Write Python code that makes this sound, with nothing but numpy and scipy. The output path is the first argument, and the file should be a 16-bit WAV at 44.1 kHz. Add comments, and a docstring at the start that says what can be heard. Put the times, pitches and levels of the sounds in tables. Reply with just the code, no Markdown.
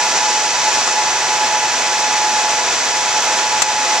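"""A steady roar of rushing air fills a machine room, with the wavering whine of many server fans.
Swirling air makes the roar; spinning blades make tones that beat (swell and fade) against each other.
A module rubs along its rails, knocks lightly on its metal case and latches with one sharp click.
The microphone's two openings ring at different pitches, and a limiter (an automatic volume control)
turns everything down after the click."""
import sys
import numpy as np
from scipy import signal
from scipy.fft import rfft, irfft
from scipy.io import wavfile
from scipy.ndimage import uniform_filter1d

SR = 44100
rng = np.random.default_rng(int(sys.argv[2]) if len(sys.argv) > 2 else 0)


def bounce(signal):
    """Save signal as a 16-bit WAV file at the path given by the first command-line argument."""
    frames = np.transpose(np.atleast_2d(signal))
    limited = np.clip(frames, -1, 1)
    pcm = np.round(limited * 32767).astype(np.int16)
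    wavfile.write(sys.argv[1], SR, pcm)


N = 176400
TIME = np.arange(N) / SR
FREQS = np.maximum(np.arange(N // 2 + 1) * SR / N, 1)


def rushing_air():
    """Air swirling through many fans makes a nearly steady roar, with a hiss on top."""
    # tone colour of the roar: (frequency [Hz], level per Hz [dB])
    roar_colour = [(20, -74), (35, -85), (50, -74), (90, -74.5), (150, -72), (210, -68), (270, -62.5),
                   (305, -66.5), (360, -58.5), (440, -61), (490, -57.5), (570, -59.5), (650, -54),
                   (800, -54.5), (920, -53.5), (1050, -56), (1180, -56.5), (1380, -54), (1600, -57.5),
                   (1800, -57), (2050, -56), (2300, -57.5), (2560, -55.5), (2800, -60), (3300, -58.5),
                   (4000, -59.5), (16000, -58)]
    # how alike left and right are, 1 = same, -1 = opposite: (frequency [Hz], likeness [-1 to 1])
    ear_likeness = [(25, -0.86), (45, 0.18), (70, 0.11), (120, 0.97), (400, 0.99), (800, 0.96),
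                    (1200, 0.84), (2000, .8), (3200, 0.54), (5300, 0.68), (8700, 0.85), (14000, .05)]
    # slow rise and fall of the hiss: (time [s], level change [dB])
    hiss_changes = [(0, -0.5), (.3, 1.5), (1.05, 0), (1.3, -1.7), (1.8, -0.8), (2.55, -0.3), (3.3, -0.4),
                    (4, -1.5)]
    flicker_db = 0.67
    shared, opposed = rng.standard_normal((2, N)) * np.sqrt(SR / 2)
    alike = at_hz(ear_likeness)
    noise = shaped(shared, np.sqrt((1 + alike) / 2))
    noise = noise + shaped(opposed, np.sqrt((1 - alike) / 2)) * [[1], [-1]]
    roar = shaped(noise, from_db(at_hz(roar_colour) + 0.1))
    hiss = shaped(roar, band(centre_hz=6000, octaves=.45))
    roar = roar - hiss + hiss * from_db(in_time(hiss_changes))
    return roar * from_db(flicker_db * drift(rate_hz=13))


def beating_whine():
    """The loudest blade tone swells and cancels as it beats with slightly faster fans nearby."""
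    # swells and dips of the whine: (time [s], relative level [dB])
    swells = [(0.0, -18), (0.03, -30), (0.07, -19), (0.11, -38), (0.14, -27), (0.18, -30), (0.21, -22.5),
              (0.46, -23), (0.49, -31), (0.52, -24), (0.56, -39), (0.59, -19.5), (0.63, -31), (0.68, -15.5),
              (0.72, -35), (0.75, -21), (0.88, -34), (0.91, -22.5), (0.95, -27.5), (0.99, -19), (1.04, -27),
              (1.08, -17.5), (1.11, -35), (1.16, -22), (1.19, -38), (1.25, -20.5), (1.27, -31),
              (1.32, -20.5), (1.38, -24), (1.43, -19), (1.49, -25.5), (1.55, -18), (1.6, -26.5),
              (1.65, -21), (1.73, -33), (1.77, -27.5), (2.22, -20.5), (2.49, -22), (2.67, -27), (2.74, -46),
              (2.81, -29), (2.85, -41), (2.87, -28), (3.09, -26.5), (3.11, -31), (3.17, -17.5), (3.24, -39),
              (3.27, -24.5), (3.33, -20), (3.36, -31), (3.44, -21), (3.5, -29.5), (3.54, -19.5),
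              (3.63, -29.5), (3.69, -17), (3.73, -25.5), (3.82, -20), (3.87, -30), (3.92, -17.5),
              (4.0, -27.5)]
    pitch_hz, boost_db = 851.8, 1.3
    log_gain = (in_time(swells) + boost_db) * np.log(10) / 20
    log_gain = uniform_filter1d(log_gain, size=500)
    # hilbert adds the shift in the wave's timing (its phase) that goes with each dip
    beating = np.exp(signal.hilbert(log_gain))
    tone = np.sqrt(2) * np.real(beating * np.exp(2j * np.pi * pitch_hz * TIME))
    return panned(tone, pan_db=-1.4)


def fan_tones():
    """Each of the other fans wanders a little in speed, and its tone flutters in the moving air."""
    # blade tones, overtones and mains hum: (pitch [Hz], level [dB], left minus right [dB])
    tones = [(100, -63, 0), (120, -53.5, 0), (515.5, -42, -1), (678, -40.5, -1), (765, -39, -1),
             (861.5, -38, -1), (918, -46, 0), (970.5, -32.5, -2), (983, -35, -1), (985.7, -41, -1),
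             (1004, -46, 0), (1114, -44.5, 0), (1529, -46, 0), (1677, -44, 0), (1696, -42, 0),
             (1706, -38, -1), (1723, -39.5, -1), (1965, -40, -1), (2008, -42, 0), (2035, -45, 0),
             (2544, -41, 0), (2557, -35.5, 0), (2589, -43, 0), (2910, -47, 0), (3011, -46, -1),
             (3410, -47, 0), (4264, -45, -1), (4301, -48, 0), (5120, -42, -1), (5970, -41, -1),
             (6826, -48, 0), (10516, -48, 0)]
    wander_fraction, flutter_db = 0.000507, 1.44
    mix = np.zeros((2, N))
    for hz, db, pan_db in tones:
        start_cycle = rng.random()
        pitch_hz = hz * (1 + wander_fraction * drift(rate_hz=1.67))
        cycles = start_cycle + np.cumsum(pitch_hz) / SR
        gain = np.sqrt(2) * from_db(db + flutter_db * drift(rate_hz=7.5))
        mix += panned(gain * np.sin(2 * np.pi * cycles), pan_db)
    return mix


def knocks_and_latch():
    """Each contact of the module is a short, bright click with a faint tail, and sets the case ringing."""
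    # bumps on the way in: (time [s], relative click level [dB], relative knock level [dB])
    bumps = [(.876, -8, -10), (.879, -12, -8.5), (.884, -17, -14), (3.238, -22, -34)]
    # the latch snaps home in a quick run of slips: (time [s], relative level [dB])
    latch_slips = [(3.6200, -0.5), (3.622, 0.5), (3.6222, -2), (3.6247, 1.5), (3.6267, -9)]
    # tone colour of a click: (frequency [Hz], gain [dB])
    click_colour = [(60, -45), (300, -20), (1200, -4.5), (3000, -6), (5500, -7), (6400, -3.5), (7200, 2.5),
                    (8300, 5.5), (10000, -5), (14000, -1)]
    # ringing notes of the sheet-metal case: (pitch [Hz], relative level [dB], time to fade 60 dB [s])
    case_notes = [(764, -9, .02), (1030, 3.5, 0.014), (1260, -2, 0.023), (1350, -27, .025),
                  (1920, -8, 0.02), (3220, -8, .02), (5300, -8, .02)]
    click_fade_s, tail_fade_s = 0.0083, 0.083
    tail_db, latch_knock_db, low_cut_hz = -14, -13, 500
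    contacts = list(bumps) + [(start_s, db, db + latch_knock_db) for start_s, db in latch_slips]
    clicks, knocks = np.zeros((2, N)), np.zeros(N)
    age = TIME[:SR // 5]
    click_fade = from_db(-60 * age / click_fade_s) + from_db(tail_db - 60 * age / tail_fade_s)
    for start_s, click_db, knock_db in contacts:
        span = slice(int(start_s * SR), int(start_s * SR) + len(age))
        clicks[:, span] += from_db(click_db) * click_fade * rng.standard_normal((2, len(age)))
        for hz, db, fade_s in case_notes:
            ring_fade = from_db(knock_db + db - 60 * age / fade_s)
            knocks[span] += rng.choice([-.5, .5]) * ring_fade * np.sin(2 * np.pi * hz * age)
    clicks = shaped(clicks, from_db(at_hz(click_colour)))
    low_cut = signal.butter(2, low_cut_hz, "high", fs=SR, output="sos")
    return signal.sosfilt(low_cut, panned(clicks, pan_db=2.5) + knocks)


def rail_rubbing():
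    """Metal sliding on metal makes a faint, uneven, very high hiss."""
    # pushes along the rails: (middle time [s], half length [s], relative level [dB])
    slides = [(0.088, .04, -14), (1.98, .13, -19), (3.243, .022, -16)]
    roughness_db = 5
    gain = sum(from_db(db) * np.exp(-((TIME - middle) / half) ** 2) for middle, half, db in slides)
    rub = rng.standard_normal((2, N)) * gain * from_db(roughness_db * drift(rate_hz=60))
    return shaped(rub, band(centre_hz=12500, octaves=0.35))


def microphone_openings(sound):
    """Each opening rings at its own high pitch; the left side hears everything a tiny bit later."""
    # what the openings boost and cut: (frequency [Hz], left gain [dB], right gain [dB])
    response = [(200, -0.4, 0.3), (850, -0.43, 0.2), (3000, 0.3, 1), (3900, 0.5, 1.4), (5280, 0.8, 4),
                (6070, 3.5, 9.5), (6270, 1, 6), (7200, 6.5, -7.5), (7470, 3, -10), (8080, -3.5, -13.6),
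                (8910, -11.5, -19), (10160, -16, -27), (11860, -24.5, -36.8), (14000, -27, -46)]
    left_lag_s = .00003
    left = from_db(at_hz(response, column=1)) * np.exp(-2j * np.pi * FREQS * left_lag_s)
    right = from_db(at_hz(response, column=2))
    return shaped(sound, np.array([left, right]))


def limiter(sound, limit_db=-8, recovery_db_per_s=13):
    """Turns the volume down quickly when the sound passes the limit, then lets it creep back."""
    power = smoothed(np.mean(sound ** 2, axis=0), lag_s=0.0029)
    excess_db = np.maximum(10 * np.log10(power + 1e-12) - limit_db, 0)
    recovery_db = recovery_db_per_s * TIME
    cut_db = np.maximum.accumulate(excess_db + recovery_db) - recovery_db
    return sound * from_db(-smoothed(cut_db, lag_s=.004))


def from_db(db):
    """Turns decibels into a number to multiply by (a gain)."""
    return 10 ** (np.asarray(db) / 20)


def at_hz(points, column=1):
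    """Joins a table's points into a curve over all frequencies, spaced by octaves."""
    table = np.array(points)
    return np.interp(np.log(FREQS), np.log(table[:, 0]), table[:, column])


def in_time(points):
    """Joins (time, value) points with straight lines."""
    return np.interp(TIME, *np.transpose(points))


def band(centre_hz, octaves):
    """A bell-shaped gain that keeps the frequencies near its centre."""
    return np.exp(-.5 * (np.log2(FREQS / centre_hz) / octaves) ** 2)


def shaped(sound, gain):
    """Gives each frequency of a sound its own gain."""
    return irfft(rfft(sound) * gain, N)


def panned(sound, pan_db):
    """Makes the left side pan_db louder than the right."""
    return sound * from_db([[pan_db / 2], [-pan_db / 2]])


def smoothed(curve, lag_s):
    """Follows a curve with a short lag, rounding off its jumps."""
    keep = np.exp(-1 / (lag_s * SR))
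    return signal.lfilter([1 - keep], [1, -keep], curve)


def drift(rate_hz):
    """A random wobble of typical size 1, mostly slower than rate_hz."""
    count = 2048
    hz = np.arange(count // 2 + 1) * SR / (2 * N)
    spectrum = rfft(rng.standard_normal(count)) / (1 + (hz / rate_hz) ** 2)
    slow = irfft(spectrum)[:count // 2]
    return np.interp(TIME, np.linspace(0, N / SR, count // 2), (slow - slow.mean()) / slow.std())


def scene():
    """The fans, and the module sliding home in front of them."""
    return rushing_air() + beating_whine() + fan_tones() + knocks_and_latch() + rail_rubbing()


def record(dry):
    """After the microphone and limiter, overloaded peaks are flattened and the highest treble is cut."""
    overload, cutoff_hz = .9, 14260
    sound = limiter(microphone_openings(dry))
    sound = np.clip(sound, -overload, overload)
    return shaped(sound, 1 / np.sqrt(1 + (FREQS / cutoff_hz) ** 400))


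dry = scene()
out = record(dry)
bounce(out)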